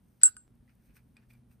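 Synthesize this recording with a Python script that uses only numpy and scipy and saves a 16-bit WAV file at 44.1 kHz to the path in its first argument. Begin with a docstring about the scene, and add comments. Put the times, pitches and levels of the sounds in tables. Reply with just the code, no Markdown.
"""A quiet room with a low hum. A hard cap clinks against a thick glass bottle held in the fingers,
bounces a few times and touches once more. Each touch makes the glass ring, and the fingers damp it.
Then a bundle of thin wooden sticks is laid on a rug and spread: the sticks tick as they knock
together, scrape along each other and rustle over the rug."""
import sys
import numpy as np
from scipy import signal
from scipy.fft import rfft, irfft
from scipy.io import wavfile

SR = 44100
rng = np.random.default_rng(int(sys.argv[2]) if len(sys.argv) > 2 else 0)


def wrap_up_sound(samples):
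    """Save the sound to the file named by the first command line argument, as 16-bit audio."""
    columns = np.atleast_2d(samples).T
    # keep every value between -1 and 1, then stretch to whole-number steps
    tamed = np.clip(columns, -1, 1)
    steps = np.round(tamed * 32767).astype(np.int16)
    wavfile.write(sys.argv[1], SR, steps)


N = 70560
T = np.arange(N) / SR
HALF_EACH_SIDE = np.array([[.5], [-.5]])   # splits a left-right gap between the two channels


def amp(db):
    return 10 ** (np.asarray(db) / 20)

def rms_one(x):
    return x / np.sqrt(np.mean(x ** 2) + 1e-20)

def curve(rows):
    return np.interp(T, *np.transpose(rows))

def filtered(x, order, hz, keep):
    return signal.sosfilt(signal.butter(order, hz, keep, fs=SR, output="sos"), x)

def fade(t, fade_s):
    """Starts at 1 at t = 0. The fade time is how long it takes to lose 60 dB."""
    return (t >= 0) * amp(-60 * np.maximum(t, 0) / fade_s)

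def wobble(per_s):
    """A smooth random wander, about 1 in size."""
    return rms_one(filtered(rng.standard_normal(N + SR // 2), 2, per_s, "low")[SR // 2:])

# Each row: frequency in Hz, how alike left and right are (1 is the same).
LIKENESS = [(30, 0.98), (80, 0.95), (180, 0.8), (350, .6), (700, 0.34), (2000, 0.59), (8000, 0.68),
            (15000, .3)]
def colour(noise, spectrum):
    """Shapes two noises by a spectrum and blends them into left and right."""
    log_hz = np.log(np.maximum(np.fft.rfftfreq(N, 1 / SR), 1))
    def read(rows):
        hz, values = np.transpose(rows)
        return np.interp(log_hz, np.log(hz), values)
    alike = np.clip(read(LIKENESS), 0, 1)
    mid, side = rfft(noise)
    stereo = np.sqrt(1 + alike) * mid + np.sqrt(1 - alike) * side * [[1], [-1]]
    return irfft(amp(read(spectrum)) * stereo, N)

def grains(spectrum, per_s, spread_db):
    """Rubbing is a crowd of tiny clicks of uneven size."""
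    sizes = amp(spread_db * np.minimum(rng.exponential(1, N), 5)) * rng.standard_normal((2, N))
    return rms_one(colour(sizes * (rng.random(N) < per_s / SR), spectrum))

ECHO_DB, RING_ECHO_DB = -20, -35.5
def echo(x):
    """The room throws back a short wash of sound, unrelated in left and right."""
    tail = rng.standard_normal((2, SR // 4)) * fade(T[:SR // 4] - .003, fade_s=.31)
    return signal.fftconvolve(x, tail / np.sqrt(np.sum(tail ** 2) / 2), axes=1)[:, :N]

# Tone of the soft background hiss, with a narrow gap near 11.6 kHz.
# Each row: frequency in Hz, relative level in dB.
HISS_TONE = [(24, -36.5), (40, 3), (133, -5.5), (226, -2), (320, -14), (516, -21), (5440, -42),
             (7170, -45.5), (9450, -36), (10700, -34), (11600, -65.5), (12500, -43), (14500, -41),
             (16000, -56.5)]
# How rumble and hum swell. Each row: time in seconds, boost in dB.
SWELL = [(.4, -1.5), (.54, 4.5), (.7, -0.5), (1.2, -0.4), (1.38, 7.5), (1.5, 0.5)]
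# The hum's tones. Each row: pitch in Hz, width in Hz, level in dB before the swell.
HUM = [(58.1, 13.54, -81), (122.8, 1.4, -70), (236.2, 5, -76.5)]
def background(hiss_db=-65.5, lumpy_db=5.5):
    """Soft hiss with a rumble that swells and sinks, and a wavering hum."""
    hiss = amp(hiss_db) * rms_one(colour(rng.standard_normal((2, N)), HISS_TONE))
    hiss = filtered(hiss, 4, 46, "high")
    rumble = filtered(hiss, 1, 130, "low")
    out = hiss + rumble * (amp(curve(SWELL) + lumpy_db * wobble(per_s=18)) - 1)
    for hz, width_hz, db in HUM:
        r = np.exp(-np.pi * width_hz / SR)
        resonator = [1, -2 * r * np.cos(2 * np.pi * hz / SR), r * r]
        tone = signal.lfilter([1, 0, -1], resonator, rng.standard_normal(2 * N))
        out += amp(db + curve(SWELL)) * rms_one(tone[N:])
    return out

# Each row: start in seconds, level in dB.
CLICK = [(0.479, -56)]
def dull_click():
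    """One faint, dull click."""
    return sum(amp(db) * fade(T - s, fade_s=.0064) for s, db in CLICK)

# How loud the brushing is. Each row: time in seconds, level in dB.
RUSTLE_LEVEL = [(0, -87), (.12, -80.5), (.22, -85), (.5, -90.5), (.63, -91), (.7, -82), (.78, -87),
                (.86, -77), (.93, -83.5), (.968, -63.5), (1., -85), (1.28, -88), (1.305, -70),
                (1.34, -79.5), (1.385, -84.5), (1.45, -105), (1.52, -75), (1.6, -92)]
# Tone of the high rustling hiss, with a narrow gap near 11.7 kHz.
# Each row: frequency in Hz, relative level in dB.
RUSTLE_TONE = [(3000, -13.5), (5000, -11), (6300, -6), (7300, -21), (8300, -2.5), (10000, -5.5),
               (11700, -29.5), (13000, 2), (14800, -2), (15800, -27.5)]
def rug_rustle():
    """Skin and wood brush the rug's pile."""
    return amp(curve(RUSTLE_LEVEL)) * grains(RUSTLE_TONE, per_s=9000, spread_db=2.5)

# How loud the scraping is. 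Each row: time in seconds, level in dB.
SCRAPE_LEVEL = [(0.664, -102), (0.694, -71), (0.75, -95), (0.908, -76.5), (0.944, -83.5), (0.97, -64.5),
                (1.03, -93), (1.144, -101), (1.17, -66), (1.192, -76.5), (1.215, -80), (1.235, -77),
                (1.28, -102), (1.306, -69.5), (1.47, -109), (1.516, -75.5), (1.588, -105)]
# The scrape's tone. Each row: frequency in Hz, relative level in dB.
SCRAPE_TONE = [(600, -1), (1100, 0.5), (1600, 8), (2000, 4), (2450, 9), (3300, -8.5), (4700, -5),
               (7000, -21.5)]
def stick_scrape():
    """The sticks rub along each other in many tiny slips."""
    level = amp(curve(SCRAPE_LEVEL)) * (T > SCRAPE_LEVEL[0][0])
    return level * grains(SCRAPE_TONE, per_s=6000, spread_db=2.2)

# Each row: start in seconds, level in dB before the low notes are cut.
FLICKS = [(.5537, -60), (.7543, -57), (1.3055, -56), (1.3345, -59), (1.516, -58)]
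def stick_flicks():
    """The stick ends flick: tiny crisp clicks, all treble."""
    bursts = sum(amp(db) * fade(T - s, fade_s=.003) for s, db in FLICKS)
    return filtered(bursts * rng.choice([-1, 1], N), 3, 8500, "high")

# Sticks knock together. Each row: start in seconds, level in dB, brightness in dB per octave,
# pitch factor.
TICKS = [(0.6786, -70.5, -1, 0.83), (0.9666, -58, 6, 1.06), (.99, -71, -2, 0.97),
         (1.168, -49.5, 4.5, 1.017), (1.236, -66, 4, 0.74), (1.304, -61, -3, .98), (1.309, -61, -2, 1.0),
         (1.3365, -58, 7, 1.01), (1.352, -67.5, -1, .97), (1.516, -70.5, -2, 1.1)]
# The wood's notes. Each row: base pitch in Hz, relative level in dB, fade time in seconds.
WOOD_NOTES = [(1320, -20, 0.033), (2314, -24, 0.079), (2411, -1.5, 0.041), (3430, -9.5, 0.0099),
              (4750, -13.5, 0.014), (7850, -19, 0.022), (9900, -23, 0.021), (12400, -30, 0.0076)]
def stick_ticks(snap_db=-24, spread_db=1.5):
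    """Each knock is a dry snap that rings the wood's notes, never quite the same way twice."""
    chances = rng.standard_normal((len(TICKS), len(WOOD_NOTES), 2))
    hiss = np.diff(rng.standard_normal(N + 1))
    wood = np.zeros(N)
    for (s, db, bright_db, pitch), draws in zip(TICKS, chances):
        age = T - s
        wood += amp(db + snap_db + bright_db) * fade(age, fade_s=.003) * hiss
        for (base_hz, note_db, fade_s), (level_draw, pitch_draw) in zip(WOOD_NOTES, draws):
            hz = base_hz * pitch * (1 + .01 * pitch_draw)
            tilt_db = bright_db * np.log2(hz / 4000)
            level = amp(db + note_db + tilt_db + spread_db * level_draw)
            wood += level * fade(age, fade_s) * np.sin(2 * np.pi * hz * age)
    stereo = np.stack([wood, wood])
    return stereo + amp(ECHO_DB) * echo(stereo)

CHATTER_DB, CHATTER_PER_S = .8, 120   # the loose cap makes the rings waver
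# How loud the scuffing is. Each row: time in seconds, level in dB.
SCUFF_LEVEL = [(.2, -93), (.211, -75.5), (.216, -52), (.247, -75.5), (.256, -54.5), (.272, -57.5),
               (.29, -65.5), (.315, -86)]
# The scuff's tone. Each row: frequency in Hz, relative level in dB.
SCUFF_TONE = [(300, -15.5), (900, -9.5), (2100, 0.5), (3600, -5), (4800, -1.5), (6100, -3.5), (8000, -23)]
# How loud the high shimmer is. Each row: time in seconds, level in dB.
SHIMMER_LEVEL = [(.25, -83.5), (.256, -56), (.279, -43.5), (.3, -58), (.33, -85)]
def cap_scuff(shimmer_hz=(11050, 11730), waver_db=4, lead_rad=-2.7):
    """The cap slides on the glass between touches: rough grains and two high, wavering tones."""
    shimmer = sum(amp(waver_db * wobble(CHATTER_PER_S))
                  * np.sin(2 * np.pi * hz * T + lead_rad * HALF_EACH_SIDE) for hz in shimmer_hz)
    rough = amp(curve(SCUFF_LEVEL)) * grains(SCUFF_TONE, per_s=2200, spread_db=3.5)
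    sliding = (T > SCUFF_LEVEL[0][0]) * (T < SHIMMER_LEVEL[-1][0])
    return sliding * (rough + amp(curve(SHIMMER_LEVEL)) * shimmer)

# The cap hits the glass. Each row: start in seconds, then levels in dB for the dull knock,
# main ring, upper rings, crack and free ring.
TOUCHES = [(0.2145, -58, -43, -70, -50, -93), (0.2328, -27, -2, -11, -19.5, -50),
           (0.2526, -42, -9, -30, -35, -60), (.2612, -43, -30, -42, -40, -91),
           (0.2787, -42.5, -56, -67.5, -52, -78), (0.2888, -46, -74, -75, -45, -78.5),
           (0.3669, -44.5, -66, -43, -45, -47)]
def rings(notes, column, rise_s, clock=T):
    """Every touch tops up each note of bottle and cap; a faster clock makes the notes die sooner."""
    out = np.zeros((2, N))
    for hz, db, fade_s, pan_db, lead_rad in notes:
        level = np.zeros(N)
        for touch in TOUCHES:
            rise = 1 - np.exp(-np.maximum(T - touch[0], 0) / rise_s)
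            age = clock - np.interp(touch[0], T, clock)
            level += amp(touch[column] + db) * rise * fade(age, fade_s)
        level *= amp(CHATTER_DB * wobble(CHATTER_PER_S))
        phase = 2 * np.pi * (hz * T + rng.random()) + lead_rad * HALF_EACH_SIDE
        out += level * amp(pan_db * HALF_EACH_SIDE) * np.sin(phase)
    return out

# The crack's tone. Each row: frequency in Hz, boost in dB.
CRACK_TONE = [(1000, -29), (1900, -1), (3500, -1), (4700, 7.5), (6000, -4), (8000, -14.5), (13000, -22)]
def cap_crack(right_lag_s=.00011):
    """Each touch gives a short burst of noise, heard a hair later on the right."""
    bursts = sum(amp(touch[4]) * fade(T - touch[0], fade_s=.0068) for touch in TOUCHES)
    left = colour(bursts * rng.standard_normal((2, N)), CRACK_TONE)[0]
    delay = np.exp(-2j * np.pi * np.fft.rfftfreq(N, 1 / SR) * right_lag_s)
    return np.stack([left, irfft(rfft(left) * delay, N)])

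# Four sets of notes of bottle and cap. Each row: pitch in Hz, relative level in dB, fade time in
# seconds before any grip, how much louder the left is in dB, how far the left leads in radians.
KNOCK_NOTES = [(1485.3, 5, 0.018, 9, 0.29), (1280, -13, 0.047, 4.5, 0.96), (1468, -19, 0.14, -2, 0.716),
               (2870, -11.5, 0.015, -7, 0.92)]
MAIN_NOTES = [(7712, 0, .22, -.5, 2.15), (7500, -24, .05, 0, 2.1), (15060, -32, .17, 0, -1.7)]
UPPER_NOTES = [(8950, -9, .1, 0, .3), (8940, -2, .025, 0, .55), (9170, -16, .1, 0, .3),
               (8750, -10, .02, 0, .5), (4750, -20, .03, -5, -1.2), (5900, -26, .025, 0, 2.8),
               (12500, -1, .004, 0, 2.3), (9600, -3, .012, 0, .3), (14800, -12, .004, 0, -1.7)]
FREE_NOTES = [(7628, 0, .19, -1, 2.3)]
# Fingers on the glass. Each row: time in seconds, how many times faster the main ring fades.
GRIP = [(.2, 4.2), (.265, 2.6), (.29, 4.5), (.31, 6), (.33, 1.5)]
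def bottle_clinks():
    """The cap makes the bottle knock and ring; the fingers damp only the main ring."""
    grip_clock = np.cumsum(curve(GRIP)) / SR
    glass = rings(MAIN_NOTES, column=2, rise_s=.0009, clock=grip_clock)
    glass += rings(UPPER_NOTES, column=3, rise_s=.0003)
    glass += rings(FREE_NOTES, column=5, rise_s=.001)
    knock = cap_crack() + rings(KNOCK_NOTES, column=1, rise_s=.0008)
    knock = filtered(knock, 3, 900, "high")
    return glass + knock + echo(amp(ECHO_DB) * knock + amp(RING_ECHO_DB) * glass)

def scene():
    bottle = bottle_clinks() + cap_scuff()
    sticks = stick_ticks() + stick_flicks() + rug_rustle() + stick_scrape()
    return bottle + sticks + background() + dull_click()

def record(dry):
    """Cuts away the very highest treble."""
    return signal.sosfilt(signal.cheby2(12, 80, 16650, fs=SR, output="sos"), dry)


dry = scene()
out = record(dry)
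wrap_up_sound(out)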